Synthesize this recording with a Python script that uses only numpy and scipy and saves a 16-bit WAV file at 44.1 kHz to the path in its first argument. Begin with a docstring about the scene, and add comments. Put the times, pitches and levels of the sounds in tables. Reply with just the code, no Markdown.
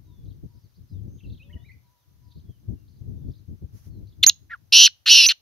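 """Light wind rumbles on two microphone ports over faint hiss, ticking, distant whistles, twitter and hoots.
After two dry rustles a black francolin calls close by: two clipped chips, a soft grunt, two grating rasps.
Wind, hiss and rustles are coloured noise; the insect and far birds are gliding sines.
The francolin's voice is a shrill tone swept by a flutter in the syrinx some 270 times a second in the rasps,
beside a steadier tone; throat, beak, perch and scrub colour it."""
import sys
import numpy as np
from scipy import signal
from scipy.fft import rfft, irfft
from scipy.io import wavfile
from scipy.ndimage import uniform_filter1d

SR = 44100
rng = np.random.default_rng(int(sys.argv[2]) if len(sys.argv) > 2 else 0)


def wav_out(sig):
    """Save sig, one row per channel (or a flat mono array), as 16-bit PCM at SR to the path in sys.argv[1]."""
    wavfile.write(sys.argv[1], SR, np.round(np.clip(np.atleast_2d(sig).T, -1, 1) * 32767).astype(np.int16))


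N = 238831
TIME = np.arange(N) / SR
FFT_SIZE = 2 ** 18
TOP_HZ = 15600

# spectrum of the still air over the plain: frequency_hz, level_db
STILL_AIR_COLOUR = [(100, -20), (500, -0.5), (1000, -2), (2500, -7.5), (4000, -5), (6300, -5), (7800, -18),
                    (10000, -9.5), (13500, -3.5), (15500, -9)]
# spectrum of the wind's rumble: frequency_hz, level_db
WIND_COLOUR = [(12, -50), (20, -19), (64, 2.5), (106, 6), (236, -15), (305, -15), (792, -45.5),
               (900, -43.5), (1170, -79), (1980, -120)]
# breeze on the ports between gusts, before the port gain: time_s, level_db
BREEZE = [(0.0, -52.5), (0.3, -46), (0.62, -61), (0.84, -67), (0.98, -60), (1.16, -53), (1.31, -48.5),
          (1.69, -50.5), (1.99, -71), (2.23, -55), (2.43, -53), (3.06, -49.5), (3.16, -41.5), (3.62, -56.5),
          (4.07, -49.5), (4.79, -62.5), (4.93, -69), (5.41, -74)]
# gusts, timed between half-heights, before the gust and port gains: start_s, length_s, level_db
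GUSTS = [(0.184, 0.018, -47), (0.243, 0.047, -45.5), (0.432, 0.027, -34.5), (0.542, 0.04, -43),
         (0.64, 0.037, -45), (0.774, 0.11, -46.5), (0.905, 0.28, -38.5), (1.232, 0.13, -39),
         (1.544, 0.029, -40), (1.678, 0.099, -48.5), (2.356, 0.036, -38.5), (2.493, 0.017, -34.5),
         (2.681, 0.076, -37.5), (3.008, 0.31, -38.5), (3.48, 0.071, -34.5), (3.618, 0.041, -36),
         (3.735, 0.039, -40), (3.863, 0.19, -38), (4.183, 0.085, -43)]
GUST_RISE_S, GUST_FALL_S = .016, .035
TICK_S = .012
# distant birds' gliding whistles and calls: start_s, length_s, start_hz, middle_hz, end_hz, level_db
WHISTLES = [(0.043, 0.21, 3990, 3530, 3420, -77.5), (0.872, 0.14, 4400, 3800, 2960, -78.5),
            (1.073, 0.15, 5770, 6420, 6100, -74), (1.233, 0.031, 3350, 2690, 2720, -60),
            (1.375, 0.14, 4420, 3640, 3230, -75.5), (1.394, 0.047, 2720, 2567, 3200, -55.5),
            (1.495, 0.024, 1770, 1980, 2260, -62), (1.528, 0.019, 3110, 2960, 2920, -52),
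            (1.562, .016, 1940, 1935, 1830, -60.5), (1.573, 0.17, 3300, 3850, 4660, -73),
            (1.64, 0.04, 1780, 2370, 2260, -62.5), (1.684, 0.039, 2400, 2023, 2500, -53.5),
            (1.405, 0.23, 531, 599, 743, -70.5), (1.837, 0.066, 4700, 4060, 3880, -84),
            (1.97, .09, 3800, 3640, 2630, -85), (2.442, 0.14, 3360, 3240, 2770, -77.5),
            (2.728, 0.13, 2900, 2790, 2750, -85), (3.12, 0.2, 3800, 3550, 3400, -85),
            (3.904, 0.099, 4340, 4250, 3780, -75.5)]
# far-off hoots on one note: start_s, length_s, level_db
HOOTS = [(0.052, .13, -72.5), (0.45, 0.16, -76.5), (1.46, 0.18, -73), (1.812, 0.2, -73.5),
         (1.98, 0.32, -83), (2.21, 0.18, -73.5)]
HOOT_HZ, HOOT_EDGE_S = 972, .052
# bursts of scratchy twitter: start_s, length_s, middle_hz, level_db
TWITTER = [(0.218, 0.14, 3950, -69), (0.432, 0.34, 4800, -77.5), (0.722, 0.094, 4700, -72),
           (0.876, 0.077, 4540, -73), (1.172, .06, 3400, -64.5), (1.226, 0.21, 3980, -68),
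           (2.229, 0.21, 4330, -67.5), (2.844, .18, 4370, -74.5), (3.258, 0.16, 4470, -70),
           (4.035, 0.12, 4130, -71.5)]
# dry rustles: start_s, length_s, level_db
RUSTLES = [(3.719, 0.12, -62), (3.818, 0.083, -62.5)]
# the two clipped chips, before the throat: start_s, length_s, first_hz, last_hz, level_db, roughness
CHIPS = [(4.228, .0205, 3542, 2019, -4.5, .14), (4.2629, .0385, 4407, 3100, -3, .9)]
CHIP_ATTACK_S, CHIP_RELEASE_S = .0045, .0059
# a chip's pitch cracks downward: place and width (shares of its length), and added roughness
CRACK_AT, CRACK_WIDTH, CRACK_ROUGH = .46, .11, .5
# flips into a pure high register, before the throat: start_s, length_s, top_hz, level_db
SQUEAKS = [(4.265, .0322, 6698, -6.5), (5.2638, .0248, 6260, -13.5)]
# a squeak scoops up to its top and sags at the end; an opening push soon fades
SCOOP_HZ, SAG_HZ, BEND_S = 848, 351.7, .0042
FLIP_S, PUSH_DB, PUSH_S = .0012, 7, .012
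# the soft grunt, beak nearly shut: time_s, pitch_hz, level_db, roughness (0-1)
GRUNT = [(4.497, 1790, -58, .5), (4.509, 1890, -41.5, .3), (4.517, 1895, -34.5, 0.2),
         (4.526, 1830, -43.5, .35), (4.538, 1638, -30, .05), (4.546, 1377, -35.5, .05),
         (4.553, 1217, -49, .2), (4.564, 1050, -62, 0.3)]
# the two rasps, one curve each: time_s, lowest_pitch_hz, flutter_rate_hz
RASPS = [
    [(4.722, 2350, 244.2), (4.742, 2630, 246.1), (4.77, 2800, 264.6), (4.825, 2870, 261.5),
     (4.855, 2980, 211), (4.865, 2700, 206.3), (4.882, 1300, 205)],
    [(5.058, 1251, 299.9), (5.112, 2820, 297.6), (5.15, 2730, 268.1), (5.205, 2590, 266),
     (5.26, 2440, 272.5), (5.303, 2170, 207), (5.326, 1300, 206.5)],
]
# a rasp at full tension, before the throat: pitch, level, upward sweep (share of pitch), roughness
TAUT_HZ, RASP_DB, SWEEP, TAUT_ROUGH = 2876, -6.5, 1.16, .05
# slackening softens and roughens a rasp (roughness an octave below full tension); it also tires
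SLACK_DB_PER_OCTAVE, SLACK_ROUGH, TIRING_DB_PER_S = 11, 1.7, 7
RASP_ATTACK_S, RASP_RELEASE_S = .0043, .006
# resonances of throat and open beak, before the voice gain: frequency_hz, level_db
THROAT = [(600, -60.5), (1400, -10), (2250, -17.5), (2800, -1), (3500, -3.5), (4200, 1), (5000, -3.5),
          (5700, -1), (6700, -6), (7700, -20), (9200, -0.5), (11500, -5.5), (13500, 1.5), (15500, -15)]
# colour of the air rushing through the beak: frequency_hz, level_db
AIR_COLOUR = [(100, -19.5), (400, -1), (1000, -3), (1700, 7.5), (5000, -2.5), (6800, -9), (7800, -26),
              (9200, 0), (12000, 9), (15000, -11.5)]
# how the two ports hear the bird: frequency_hz, left_minus_right_db, left_lead_rad
PORTS = [(970, -1, 1.5), (2800, 1, 0.2), (4200, 0, 0.5), (5500, -5, 0), (6900, -6, 1.5), (9600, -1, 2),
         (11460, -3.5, 0.5), (15500, -2, 9)]


def undb(db):
    """Amplitude is ten to the power of decibels over twenty."""
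    return 10 ** (np.asarray(db) / 20)


def unit(x):
    """Normalisation scales a signal to an rms of 1."""
    return x / np.sqrt(np.mean(x ** 2))


def curves(rows):
    """Linear interpolation turns a time table's columns into control signals."""
    s, *columns = np.transpose(rows)
    return [np.interp(TIME, s, column) for column in columns]


def across(rows):
    """Interpolation on a logarithmic frequency axis spreads a table's columns over the bins."""
    hz, *columns = np.transpose(rows)
    bin_hz = np.arange(FFT_SIZE // 2 + 1) * SR / FFT_SIZE
    log_bins = np.log(bin_hz + 1)  # the 1 keeps the bin at 0 Hz finite
    return [np.interp(log_bins, np.log(hz), column) for column in columns]


def filtered(x, response):
    """Linear filtering multiplies the spectrum by a frequency response."""
    return irfft(rfft(x, FFT_SIZE) * response)[..., :N]


def rounded(response):
    """A moving average over frequency rounds the corners of a response."""
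    return uniform_filter1d(response, size=1500, axis=-1)


def noise(colour, channels=1):
    """White noise shaped by a spectrum becomes coloured noise of rms 1."""
    white = rng.standard_normal((channels, N))
    return unit(filtered(white, undb(across(colour)[0])))


def walk(rate):
    """Twice-averaged noise wanders smoothly, about `rate` turns a second, with rms 1."""
    size = max(int(SR / rate), 1)
    once = uniform_filter1d(rng.standard_normal(N), size)
    return unit(uniform_filter1d(once, size))


def swell(start, length):
    """A half sine makes a rounded rise and fall."""
    return np.sin(np.pi * np.clip((TIME - start) / length, 0, 1))


def gate(start, length, attack_s, release_s):
    """Linear ramps give attack, hold and release between 0 and 1."""
    rise = (TIME - start) / attack_s
    fall = (start + length - TIME) / release_s
    return np.clip(np.minimum(rise, fall), 0, 1)


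def during(rows, edge_s=.0011):
    """A trapezoid holds 1 from a table's first row to its last, with soft edges outside."""
    inside = np.minimum(TIME - rows[0][0], rows[-1][0] - TIME)
    return np.clip(inside / edge_s + 1, 0, 1)


def cycle(hz):
    """Phase is the running sum of frequency."""
    return 2 * np.pi * np.cumsum(hz) / SR


def delayed(x, seconds):
    """A longer path makes the same sound arrive later."""
    return np.interp(TIME - seconds, TIME, x, left=0)


def still_air(level_db=-71.5):
    """Stationary random pressure is heard as a faint even hiss."""
    return undb(level_db) * noise(STILL_AIR_COLOUR, channels=2)


def wind(port_db=3, flicker_db=3, gust_db=-.33, swirl_db=-12.5, swirl_growth=.6, brisk_db=-38):
    """Turbulent eddies rumble on each port, the windward left one louder; gusts add finer swirls."""
    gusts = 0
    for start, length, db in GUSTS:
        shape = gate(start - GUST_RISE_S / 2, length + (GUST_RISE_S + GUST_FALL_S) / 2,
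                     GUST_RISE_S, GUST_FALL_S)
        gusts = gusts + undb(db + gust_db) * shape
    breeze = undb(curves(BREEZE)[0])
    strength = np.hypot(breeze, gusts) * undb(flicker_db * walk(19))
    # finer swirls grow faster than the wind's strength
    swirl_level = undb(swirl_db) * (strength / undb(brisk_db)) ** swirl_growth
    swirl_colour = [(80, -14), (170, .5), (300, -7), (600, -28), (1200, -70)]
    swirls = swirl_level * noise(swirl_colour, channels=3)
    left, right, common = noise(WIND_COLOUR, channels=3) + swirls
    ports = np.array([left + .3 * common, undb(-7.5) * (right + .3 * common)])
    return undb(port_db) * strength * ports


def insect(top_hz=6450, fall_hz=650, level_db=-75, period_s=.098):
    """Periodic falling sine pulses make pairs of tiny ticks, about ten pairs a second."""
    ticks = 0
    for first_s in (.048, .065):
        progress = np.clip((TIME - first_s) % period_s / TICK_S, 0, 1)
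        ticks = ticks + np.sin(np.pi * progress) * np.sin(cycle(top_hz - fall_hz * progress))
    return undb(level_db) * ticks


def whistles(warble=.017):
    """Frequency modulation along a parabola gives thin gliding whistles with a slight warble."""
    out, quiver = np.zeros(N), 1 + warble * walk(250)
    for start, length, first_hz, middle_hz, last_hz, db in WHISTLES:
        progress = np.linspace(0, 1, int(length * SR))
        onset = int(start * SR)
        span = slice(onset, onset + len(progress))
        glide = np.polyfit([0, .5, 1], [first_hz, middle_hz, last_hz], 2)
        hz = np.polyval(glide, progress) * quiver[span]
        envelope = np.sin(np.pi * progress) ** .52
        out[span] += undb(db) * np.sqrt(2) * envelope * np.sin(cycle(hz))
    return out


def hoots(waver=.018):
    """A gated, slightly wavering sine makes soft hoots on one note."""
    level = sum(undb(db) * gate(start, length, HOOT_EDGE_S, HOOT_EDGE_S) for start, length, db in HOOTS)
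    return level * np.sin(cycle(HOOT_HZ * (1 + waver * walk(78))))


def twitter(fall=.18, flicker_db=4, dart_share=.085, scratch_share=.067):
    """Random frequency modulation makes hurried chatter whose pitch sinks through each burst."""
    dart = 1 + dart_share * walk(130) + scratch_share * walk(900)
    flicker = unit(undb(flicker_db * walk(110)))
    out = 0
    for start, length, hz, db in TWITTER:
        sink = 1 + fall * (.5 - np.clip((TIME - start) / length, 0, 1))
        out = out + undb(db) * swell(start, length) * np.sin(cycle(hz * sink * dart))
    return np.sqrt(2) * flicker * out


def songbirds(echo_db=-5, echo_t60=.35):
    """Convolution with decaying noise blurs the whistles, hoots and twitter as distance does."""
    calls = whistles() + hoots() + twitter()
    decay = 10 ** (-3 * TIME[:SR] / echo_t60)  # falls 60 dB in echo_t60 seconds
    blur = unit(rng.standard_normal((2, SR)) * decay) / np.sqrt(SR)
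    return calls + undb(echo_db) * signal.fftconvolve(calls[None], blur, axes=1)[:, :N]


def rustles():
    """Swelling broadband noise is heard as two dry rustles."""
    colour = [(1000, -2), (4000, -7.5), (6200, 2.5), (7800, -16), (10500, -2.5), (15000, -4.5)]
    level = sum(undb(db) * swell(start, length) for start, length, db in RUSTLES)
    return level * noise(colour, channels=2)


def chip(start, length, first_hz, last_hz, db, rough):
    """A sudden pitch drop without flutter: (pitch, sweep, loudness, roughness)."""
    fallen = .5 + .5 * np.tanh(((TIME - start) / length - CRACK_AT) / CRACK_WIDTH)
    pitch = first_hz + (last_hz - first_hz) * fallen
    loudness = undb(db) * gate(start, length, CHIP_ATTACK_S, CHIP_RELEASE_S)
    roughness = rough + CRACK_ROUGH * np.sin(np.pi * fallen)  # roughest in mid-crack
    return np.array([pitch, np.zeros(N), loudness, roughness]) * (loudness > 0)


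def squeak(start, length, top_hz, db, rough=.026):
    """A high register bends at onset and end, without flutter: (pitch, sweep, loudness, roughness)."""
    age = np.clip(TIME - start, 0, length)
    flat_hz = SCOOP_HZ * np.exp(-age / BEND_S) + SAG_HZ * np.exp((age - length) / BEND_S)
    loudness = undb(db + PUSH_DB * np.exp(-age / PUSH_S))
    return np.array([top_hz - flat_hz, np.zeros(N), loudness, np.full(N, rough)])


def grunt(chaos=.13, overtone_db=-31, husk_db=-2,
          under_hz=1400, under_db=-38, under_at_s=4.513, under_s=.031):
    """Irregular vibration and noise roughen a low falling note; a second tone sounds briefly beneath."""
    hz, db, rough = curves(GRUNT)
    phase = cycle(hz * (1 + chaos * rough * walk(680)))
    tone = np.sin(phase) + undb(overtone_db) * (np.sin(2 * phase) + .5 * np.sin(3 * phase))
    under = undb(under_db) * swell(under_at_s, under_s) * np.sin(2 * np.pi * under_hz * TIME)
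    husk_colour = [(700, -24), (1300, -6.5), (1900, 3.5), (2500, -11), (4200, -22.5), (7000, -40)]
    husk = 2 * undb(husk_db) * rough * noise(husk_colour)[0]
    return (np.sqrt(2) * tone + husk) * undb(db) * during(GRUNT) + np.sqrt(2) * under


def rasp(rows):
    """Membrane tension sets a fluttering note's pitch, sweep, loudness and roughness."""
    start, end = rows[0][0], rows[-1][0]
    low, _ = curves(rows)
    slack = np.maximum(np.log2(TAUT_HZ / low), 0)  # octaves below full tension
    db = RASP_DB - SLACK_DB_PER_OCTAVE * slack - TIRING_DB_PER_S * (TIME - start)
    loudness = undb(db) * gate(start, end - start, RASP_ATTACK_S, RASP_RELEASE_S)
    roughness = TAUT_ROUGH + np.minimum(SLACK_ROUGH * slack ** 2, 1)
    return np.array([low, SWEEP * low, loudness, roughness]) * (loudness > 0)


def phrase():
    """One voice takes chips and rasps in turn, yielding to each squeak: the four control signals."""
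    controls = sum(chip(*row) for row in CHIPS) + sum(rasp(rows) for rows in RASPS)
    for row in SQUEAKS:
        start, length = row[:2]
        controls = controls + gate(start, length, FLIP_S, FLIP_S) * (squeak(*row) - controls)
    return controls


def syrinx(controls, lean=.21, chaos=.21, shake=.38, overtone_db=-15, clap_hz=2800, shrill_db=-19,
           third_db=-7, rate_jitter=.0058, sweep_jitter=.008, limp=.037, throb=.05):
    """Fast frequency modulation sweeps a shrill membrane tone; returns it and the flutter's phase."""
    low, sweep, loudness, rough = controls
    _, rate = curves(sum(RASPS, []))
    flutter = cycle(rate * (1 + rate_jitter * walk(250)))
    # the pitch lingers at the bottom of each flutter and darts through the top
    rise = (.5 + .5 * np.sin(flutter + lean * np.sin(flutter))) ** 1.7
    # the flutter limps in groups of three, which makes the note grate
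    triplet = np.sin(flutter / 3)
    rise = rise * (1 + sweep_jitter * walk(300) + limp * triplet)
    hz = np.maximum((low + sweep * rise) * (1 + chaos * rough * walk(2200)), 1)
    phase = cycle(hz)
    # slack membranes clap together, so low notes are rich in overtones
    rich = np.clip(undb(overtone_db) * (clap_hz / hz) ** 3 + undb(shrill_db), 0, .9)
    upper = rich ** 2 * np.sin(3 * phase) + rich ** 3 * np.sin(4 * phase)
    tone = np.sin(phase) + rich * np.sin(2 * phase) + undb(third_db) * upper
    uneven = 1 + shake * rough * walk(2500) + throb * triplet * sweep / TAUT_HZ
    return np.sqrt(2) * tone * uneven * loudness, flutter


def held_tone(controls, flutter, interval=1.055, level_db=-7, overtone_db=-4, tug=.93, chop=.15, chaos=.13):
    """Phase and amplitude modulation tug a steadier tone that swells at the bottom of each flutter."""
    low, sweep, loudness, rough = controls
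    phase = cycle(interval * low * (1 + chaos * rough * walk(2200))) + tug * np.sin(flutter)
    tone = np.sin(phase) + undb(overtone_db) * np.sin(2 * phase)
    swelling = 1 - chop * np.sin(flutter)
    # without sweep there is no held tone, so it sounds in the rasps only
    return np.sqrt(2) * undb(level_db) * loudness * sweep / TAUT_HZ * swelling * tone


def breath(flutter, air_db=-30, air_spread=1, puff=.39, buzz_db=-46):
    """The flutter chops the airflow into puffs of hiss and a faint low buzz."""
    hiss = noise(AIR_COLOUR) + air_spread * noise(AIR_COLOUR, channels=2)
    air = undb(air_db) * (1 + puff * np.sin(flutter)) * hiss
    buzz = np.sin(flutter) + 1.1 * np.sin(2 * flutter) + .4 * np.sin(3 * flutter)
    return air + undb(buzz_db) * buzz


def francolin(voice_db=-1, perch_s=.00072, perch_db=-15):
    """Resonance in throat and beak and a reflection off the perch shape the voice at both ports."""
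    controls = phrase()
    loudness = controls[2]
    shrill, flutter = syrinx(controls)
    throat = rounded(undb(across(THROAT)[0] + voice_db))
    voice = filtered(shrill + held_tone(controls, flutter), throat)
    voice = voice + undb(perch_db) * delayed(voice, perch_s) + grunt()
    pan_db, lead = rounded(np.array(across(PORTS)))
    side = np.array([[.5], [-.5]])  # half the difference to each port
    port_response = undb(side * pan_db) * np.exp(1j * side * lead)
    return filtered(voice + loudness * breath(flutter), port_response)


def scrub(x, near_db=-32, near_t60=.1, far_db=-42, far_t60=.29, ground_db=-29, ground_t60=.05):
    """Scattering: the ground returns a brief spill, the bushes a short tail and a faint longer one."""
    colour = [(500, -13), (2500, 1), (6700, -2), (9000, -9.5), (15000, -21.5)]
    tail = 0
    for db, t60 in [(ground_db, ground_t60), (near_db, near_t60), (far_db, far_t60)]:
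        tail = tail + undb(db) * unit(10 ** (-3 * TIME / t60))
    # nothing returns in the first 3 ms
    response = noise(colour, channels=2) * tail * (TIME > .003) / np.sqrt(N)
    return signal.fftconvolve(x, response[:, :SR], axes=1)[:, :N]


def scene():
    """Superposition adds the near bird and its echo to wind and distant life."""
    backdrop = still_air() + wind() + insect() + songbirds() + rustles()
    bird = francolin()
    return backdrop + bird + scrub(bird)


def record(dry):
    """Saturation clips at full scale, then a zero-phase low-pass cuts the top."""
    lowpass = signal.ellip(8, .1, 60, TOP_HZ, fs=SR, output="sos")
    return signal.sosfiltfilt(lowpass, np.clip(dry, -1, 1))


dry = scene()
out = record(dry)
wav_out(out)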